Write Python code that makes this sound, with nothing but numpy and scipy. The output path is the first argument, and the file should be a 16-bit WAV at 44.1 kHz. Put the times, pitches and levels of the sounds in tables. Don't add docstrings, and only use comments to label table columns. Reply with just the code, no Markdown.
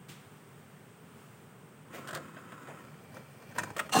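import sys
import numpy as np
from scipy import signal
from scipy.fft import rfft, irfft
from scipy.io import wavfile
from scipy.ndimage import uniform_filter1d

SR = 44100
rng = np.random.default_rng(int(sys.argv[2]) if len(sys.argv) > 2 else 0)


def persist_wave(psi):
    counts = np.round(np.clip(psi, -1, 1) * 32767).astype(np.int16)
    wavfile.write(sys.argv[1], SR, np.atleast_2d(counts).T)


N = 176400
T = np.arange(N) / SR


def amp(db):
    return 10 ** (np.asarray(db) / 20)


def unit(x):
    return x / np.sqrt(np.mean(x ** 2) + 1e-20)


def decay(t, t60):
    return np.exp(-np.log(1000) * t / t60)


def colour(x, spectrum):
    hz, db = np.transpose(spectrum)
    f = np.fft.rfftfreq(len(x), 1 / SR)
    gain = amp(np.interp(np.log(f + 1), np.log(hz), db))
    return unit(irfft(rfft(x) * gain, len(x)))


def noise(spectrum, n=N):
    return colour(rng.standard_normal(n), spectrum)


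def envelope(curve, column=1):
    times, db = np.transpose(curve)[[0, column]]
    release = np.exp(-np.maximum(T - times[-1], 0) * 20)
    return amp(np.interp(T, times, db)) * (T >= times[0]) * release


def drift(hz):
    return unit(irfft(rfft(rng.standard_normal(N)) * (np.fft.rfftfreq(N, 1 / SR) < hz), N))


def slips(per_s, spread_db):
    impulses = rng.standard_normal(N) * (rng.random(N) < per_s / SR)
    return unit(impulses * amp(spread_db * np.minimum(rng.exponential(1, N), 4)))


def reflect(x, tail, db):
    return x + amp(db) * signal.fftconvolve(x, tail / np.linalg.norm(tail))[:N]


def room(x, t60=0.36):
    t = np.arange(SR // 2) / SR
    diffuse = noise([(200, 2.5), (2500, -8.0), (5000, -7.5), (15000, -8.5)], len(t))
    return reflect(x, diffuse * decay(t, t60) * (t > .004), db=-14)


def scatter(x, t60=0.042):
    t = np.arange(2048) / SR
    return reflect(x, rng.standard_normal(len(t)) * decay(t, t60), db=3)


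# f/Hz, level/dB
ROOM_SPECTRUM = [(30, -49), (62, -28), (92, -10), (120, -5), (148, -4), (180, -6), (250, -9), (310, -17.5),
                 (420, -10), (540, -18), (720, -19), (1250, -19), (1800, -23.5), (3200, -29.5), (4100, -38),
                 (6500, -38), (7700, -35), (8400, -28.5), (10000, -40), (12500, -44.5), (15600, -32.5)]
def room_noise():
    return amp(-54.5) * noise(ROOM_SPECTRUM)


def hum(hz=148.4, waver_hz=9, swell_db=2.5):
    gain = amp(-62 + swell_db * drift(9.2))
    cycles = np.cumsum(hz + waver_hz * drift(20)) / SR
    return gain * unit(np.sin(2 * np.pi * cycles))


# t/s, level/dB
WHIRR_LEVEL = [(.2, -62.5), (.6, -66), (1.0, -71.5), (1.2, -60), (1.42, -64.5), (1.55, -77)]
# f/Hz, level/dB
WHIRR_SPECTRUM = [(200, 1.5), (850, -2), (1250, 3), (1800, -3.5), (2800, -7.5), (5000, -14.5),
                  (8500, -11.5), (9800, -15), (10600, -13), (12000, -22), (15500, -9)]
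def whirr():
    return envelope(WHIRR_LEVEL) * noise(WHIRR_SPECTRUM)


def slide(spectrum, start_s, db, rise_s, t60, tail_db, tail_t60):
    t = np.maximum(T - start_s, 0)
    fading = np.maximum(t - rise_s, 0)
    dull = unit(signal.sosfilt(signal.butter(2, 3500, fs=SR, output="sos"), noise(spectrum)))
    tail = amp(tail_db) * decay(fading, tail_t60) * dull
    rub = decay(fading, t60) * colour(slips(16000, 0.52), spectrum)
    return amp(db) * np.minimum(t / rise_s, 1) * (rub + tail)


# f/Hz, level/dB
BRAKE_SPECTRUM = [(100, 4), (150, 20), (260, 5.5), (600, -5), (1500, -1), (3300, 2.5), (4200, -2.5),
                  (7000, -2.5), (8500, -1), (11000, -13), (15500, -3.5)]
def brake():
    return slide(BRAKE_SPECTRUM, .082, db=-48.5, rise_s=0.011, t60=0.38, tail_db=-2.5, tail_t60=0.68)


# f/Hz, level/dB
CAM_SPECTRUM = [(88, -52), (150, -7), (373, 1), (656, -3), (1150, -13), (2310, -7.5), (4140, -21.5),
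                (8660, -18.5), (12000, -31), (15500, -15)]
def cam():
    return slide(CAM_SPECTRUM, 1.922, db=-44, rise_s=0.029, t60=0.37, tail_db=-1.5, tail_t60=0.4)


# f/Hz, level/dB
RAIL_SPECTRUM = [(150, -24), (400, 3), (750, 4), (1300, -7), (2100, -3.5), (2900, -15), (5000, -32),
                 (7500, -20), (9500, -23), (15000, -44)]
def rail():
    return slide(RAIL_SPECTRUM, 2.668, db=-46.5, rise_s=0.022, t60=0.36, tail_db=-23, tail_t60=.4)


# t/s, level/dB
MOTOR_LEVEL = [(1.9, -53), (2.0, -50.5), (2.16, -50), (2.26, -49), (2.31, -52), (2.39, -51.5), (2.49, -54),
               (2.54, -51.5), (2.63, -51), (2.78, -52), (2.85, -56.5), (2.97, -66)]
# f/Hz, level/dB
MOTOR_SPECTRUM = [(70, -27), (110, 2), (150, 9), (260, -3.5), (360, 1.5), (550, -3), (830, -11.5),
                  (1100, -3), (1750, -8.5), (2500, -17.5), (4200, -26), (6500, -29.5), (7500, -24),
                  (9300, -26), (11500, -37), (15500, -27)]
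def motor(mesh_hz=119.4, waver=.04, tooth_spread_db=3, uneven_db=1.0):
    tooth_count = np.cumsum(mesh_hz * (1 + waver * drift(12))) / SR
    ticks = np.diff(np.floor(tooth_count), prepend=0) * amp(tooth_spread_db * rng.standard_normal(N))
    force = (amp(-10) * unit(ticks) + slips(3500, 2.2)) * amp(uneven_db * drift(27))
    force = signal.sosfilt(signal.butter(2, 130, "high", fs=SR, output="sos"), force)
    return envelope(MOTOR_LEVEL) * colour(scatter(force), MOTOR_SPECTRUM)


# t/s, level/dB
RUSTLE_LEVEL = [(2.8, -58), (3.1, -57.5), (3.16, -50), (3.24, -57), (3.35, -58.5), (3.54, -53),
                (3.575, -43), (3.62, -46.5), (3.68, -51), (3.745, -54.5), (3.82, -56.5), (3.86, -46),
                (3.91, -63)]
# f/Hz, level/dB
RUSTLE_SPECTRUM = [(47, -37), (80, -10), (145, 5), (332, -2.5), (971, -12), (1240, -14.5), (2400, -15),
                   (4120, -26), (12600, -32.5), (15000, -26)]
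def rustle():
    return envelope(RUSTLE_LEVEL) * colour(scatter(slips(2500, 2.3)), RUSTLE_SPECTRUM)


def ring(t, modes, tilt_db=0, pivot_hz=1350, detune=0.013):
    out = np.zeros(len(t))
    for hz, db, t60 in modes:
        gain = amp(db + tilt_db * np.clip(np.log2(hz / pivot_hz), -.5, .5))
        shifted_hz = hz * (1 + detune * rng.standard_normal())
        out += gain * decay(t, t60) * np.sin(2 * np.pi * (shifted_hz * t + rng.random()))
    return out


def impacts(blows, modes, spectrum, gain_db, ring_db, bass_db, treble_db, rise_s, band_t60s):
    out, t = np.zeros(N), np.arange(4096) / SR
    f = np.fft.rfftfreq(len(t), 1 / SR)
    low = 1 / (1 + (f / 650) ** 4)
    high = 1 - 1 / (1 + (f / 3800) ** 8)
    bands = (low, 1 - low - high, high)
    bass_rise = np.minimum(t / 0.0039, 1)
    treble_rise = np.sin(np.pi / 2 * np.minimum(t / 0.0045, 1)) ** 2
    for start_s, db, bass, treble, *tilt in blows:
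        burst = rfft(colour(rng.choice([-1., 1.], len(t)), spectrum))
        gains = (amp(bass + bass_db) * bass_rise, 1, amp(treble + treble_db) * treble_rise)
        crack = sum(unit(irfft(burst * band)) * gain * decay(t, t60)
                    for band, gain, t60 in zip(bands, gains, band_t60s))
        attack = amp(db + gain_db) * np.minimum(t / rise_s, 1)
        blow = attack * (crack + amp(ring_db) * ring(t, modes, *tilt))
        span = out[round(start_s * SR):][:len(t)]
        span += blow[:len(span)]
    return out


# t/s, relative level/dB, bass/dB, treble/dB
CASE_BLOWS = [(2.0715, -35, -13, -2.5), (2.0795, -38, -14, -1), (2.087, -32, -24, -3.5),
              (2.1065, -34.5, -18, -4), (2.129, -29.5, -10, -8), (2.142, -31.5, -11, -10),
              (2.147, -28, -8.5, -0.5), (2.158, -31.5, -3, -8), (2.1695, -33, -3.5, -6.5),
              (2.366, -36.5, -14, -37), (2.519, -36.5, -12, -14), (2.672, -40.5, -17, -26)]
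# f/Hz, level/dB, T60/s
CASE_MODES = [(378, 0, 0.072), (607, -3, 0.11), (685, -15, 0.12), (1490, 2, .055), (1860, -4, 0.048),
              (3190, -3.5, 0.03), (4760, -10, .03), (6700, -17, 0.022)]
# f/Hz, level/dB
CASE_SPECTRUM = [(60, -30), (110, 4), (220, -9), (370, -15), (470, -4), (640, 4), (790, -9), (1100, -4),
                 (1600, 1), (2200, -14.5), (3200, -13.5), (6000, -26), (8400, -20), (11500, -35.5),
                 (15500, -27)]
def case_clunks():
    return impacts(CASE_BLOWS, CASE_MODES, CASE_SPECTRUM, gain_db=-8, ring_db=-6,
                   bass_db=0, treble_db=4, rise_s=0.0022, band_t60s=(0.14, 0.076, 0.042))


# t/s, relative level/dB, bass/dB, treble/dB, modal tilt/(dB per octave)
DISC_BLOWS = [(3.141, -46.5, -11, -3, -5), (3.167, -38.5, -4, -14, 1), (3.422, -43, -12, -18, 1),
              (3.521, -43.5, -18, -24, 13), (3.56, -35.5, -6, -29, -1), (3.582, -19, -26, -7, -10.5),
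              (3.5905, -24, -22, -12, 15.5), (3.598, -31.5, -7, -22, 11), (3.6325, -27.5, -14, -6.5, 9),
              (3.671, -39, -8, -25, -13), (3.701, -36.5, -3, -11, -3)]
# f/Hz, level/dB, T60/s
DISC_MODES = [(977, 6.5, 0.032), (1310, 5.5, 0.017), (1547, 0, 0.037), (1823, 1.5, 0.033),
              (2570, -11.5, 0.046), (6340, -11, 0.026), (6970, -15, 0.023), (8470, -14, 0.035)]
# f/Hz, level/dB
DISC_SPECTRUM = [(59, -45), (100, -3), (228, -9), (601, -1.5), (727, -5), (977, -5), (1210, -2.5),
                 (1840, -9.5), (3250, -19), (8770, -9.5), (11300, -30), (15500, -22)]
def disc_taps():
    return impacts(DISC_BLOWS, DISC_MODES, DISC_SPECTRUM, gain_db=-6.5, ring_db=-1,
                   bass_db=6.5, treble_db=4.5, rise_s=0.0034, band_t60s=(0.083, 0.043, 0.043))


# t/s, relative level/dB, bass/dB, treble/dB
TRAY_BLOWS = [(3.764, -31, -2, 1.5), (3.78, -31, -18, 0), (3.792, -17.5, -27, -6.5), (3.798, -20, -18, -22),
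              (3.892, -36, -4.5, -2.5)]
# f/Hz, level/dB, T60/s
TRAY_MODES = [(641, -7, 0.045), (1257, -3, 0.11), (1865, -1, 0.08), (2840, -18, 0.12), (7730, -11, 0.024),
              (8650, -8, 0.031)]
# f/Hz, level/dB
TRAY_SPECTRUM = [(59, -49), (100, -27), (420, -25), (589, -9.5), (758, -21), (1310, -2), (1690, -13),
                 (3050, -13), (4460, -26), (8580, -23.5), (12000, -38), (15500, -25.5)]
def tray_knocks():
    return impacts(TRAY_BLOWS, TRAY_MODES, TRAY_SPECTRUM, gain_db=-8, ring_db=-3.5,
                   bass_db=7, treble_db=1.5, rise_s=0.00086, band_t60s=(0.091, 0.049, 0.049))


def friction_tones(modes, jitter, jitter_hz, bend=1, flutter_db=4):
    out = np.zeros(N)
    for hz, db in modes:
        gain = amp(db + flutter_db * drift(jitter_hz))
        cycles = hz * np.cumsum(bend + jitter * drift(jitter_hz)) / SR
        out += gain * np.sin(2 * np.pi * cycles)
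    return unit(out)


# t/s, level/dB of squeal with grit, of body, of rumble
SCRAPE_LEVELS = [(3.91, -69, -94, -66), (3.926, -34, -37, -50), (3.937, -28.5, -36, -45),
                 (3.948, -32.5, -29.5, -50), (3.956, -30, -25, -28.5), (3.972, -29.5, -21.5, -27),
                 (3.985, -31, -30, -27.5), (4.0, -26.5, -31, -26)]
# f/Hz, level/dB
SQUEAL_MODES = [(1255, 2), (2790, 4), (3620, -10), (4170, -0.5), (4320, -5), (5650, -8), (5960, -7),
                (6120, -1.5), (6960, -6), (7670, -3), (8400, -6), (8890, -4)]
# f/Hz, level/dB
BODY_MODES = [(598, -8), (770, 2.5), (870, -2), (1070, -1.5), (1710, -12)]
# f/Hz, level/dB
GRIT_SPECTRUM = [(100, -16), (500, -3), (1450, 0.5), (1850, -2), (2250, -6.5), (3000, -1.5), (4300, -7.5),
                 (5100, -9), (6000, -12), (8800, -7.5), (11000, -15), (15500, -15.5)]
# f/Hz, level/dB
RUMBLE_SPECTRUM = [(65, -38), (120, -5.5), (200, 4.5), (270, 9.5), (340, -4.5), (450, 3), (700, -18),
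                   (1500, -40)]
def scrape(sag_per_s=.25):
    centre_s = np.mean([row[0] for row in SCRAPE_LEVELS])
    bend = 1 - sag_per_s * np.clip(T - centre_s, -1, 1)
    squeal = friction_tones(SQUEAL_MODES, jitter=.017, jitter_hz=260.5, bend=bend)
    grit = colour(slips(13000, 0.71), GRIT_SPECTRUM)
    body = friction_tones(BODY_MODES, jitter=0.0256, jitter_hz=90)
    rumble = noise(RUMBLE_SPECTRUM)
    rumble /= np.sqrt(abs(uniform_filter1d(rumble ** 2, size=700)) + 1e-9)
    layers = (amp(-1) * squeal + amp(-3) * grit, body, rumble)
    return sum(envelope(SCRAPE_LEVELS, column) * layer for column, layer in enumerate(layers, 1))


def scene():
    knocks = room(case_clunks() + disc_taps() + tray_knocks())
    rubs = brake() + cam() + rustle() + rail()
    background = whirr() + room_noise() + hum()
    return (background + rubs + motor() + knocks + scrape())[None]


def record(dry, low_hz=78, high_hz=15950):
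    thin = signal.sosfilt(signal.butter(6, low_hz, "high", fs=SR, output="sos"), dry)
    lowpass = signal.firwin(511, high_hz, window=("kaiser", 9), fs=SR)
    return signal.oaconvolve(thin, lowpass[None], "same")


dry = scene()
out = record(dry)
persist_wave(out)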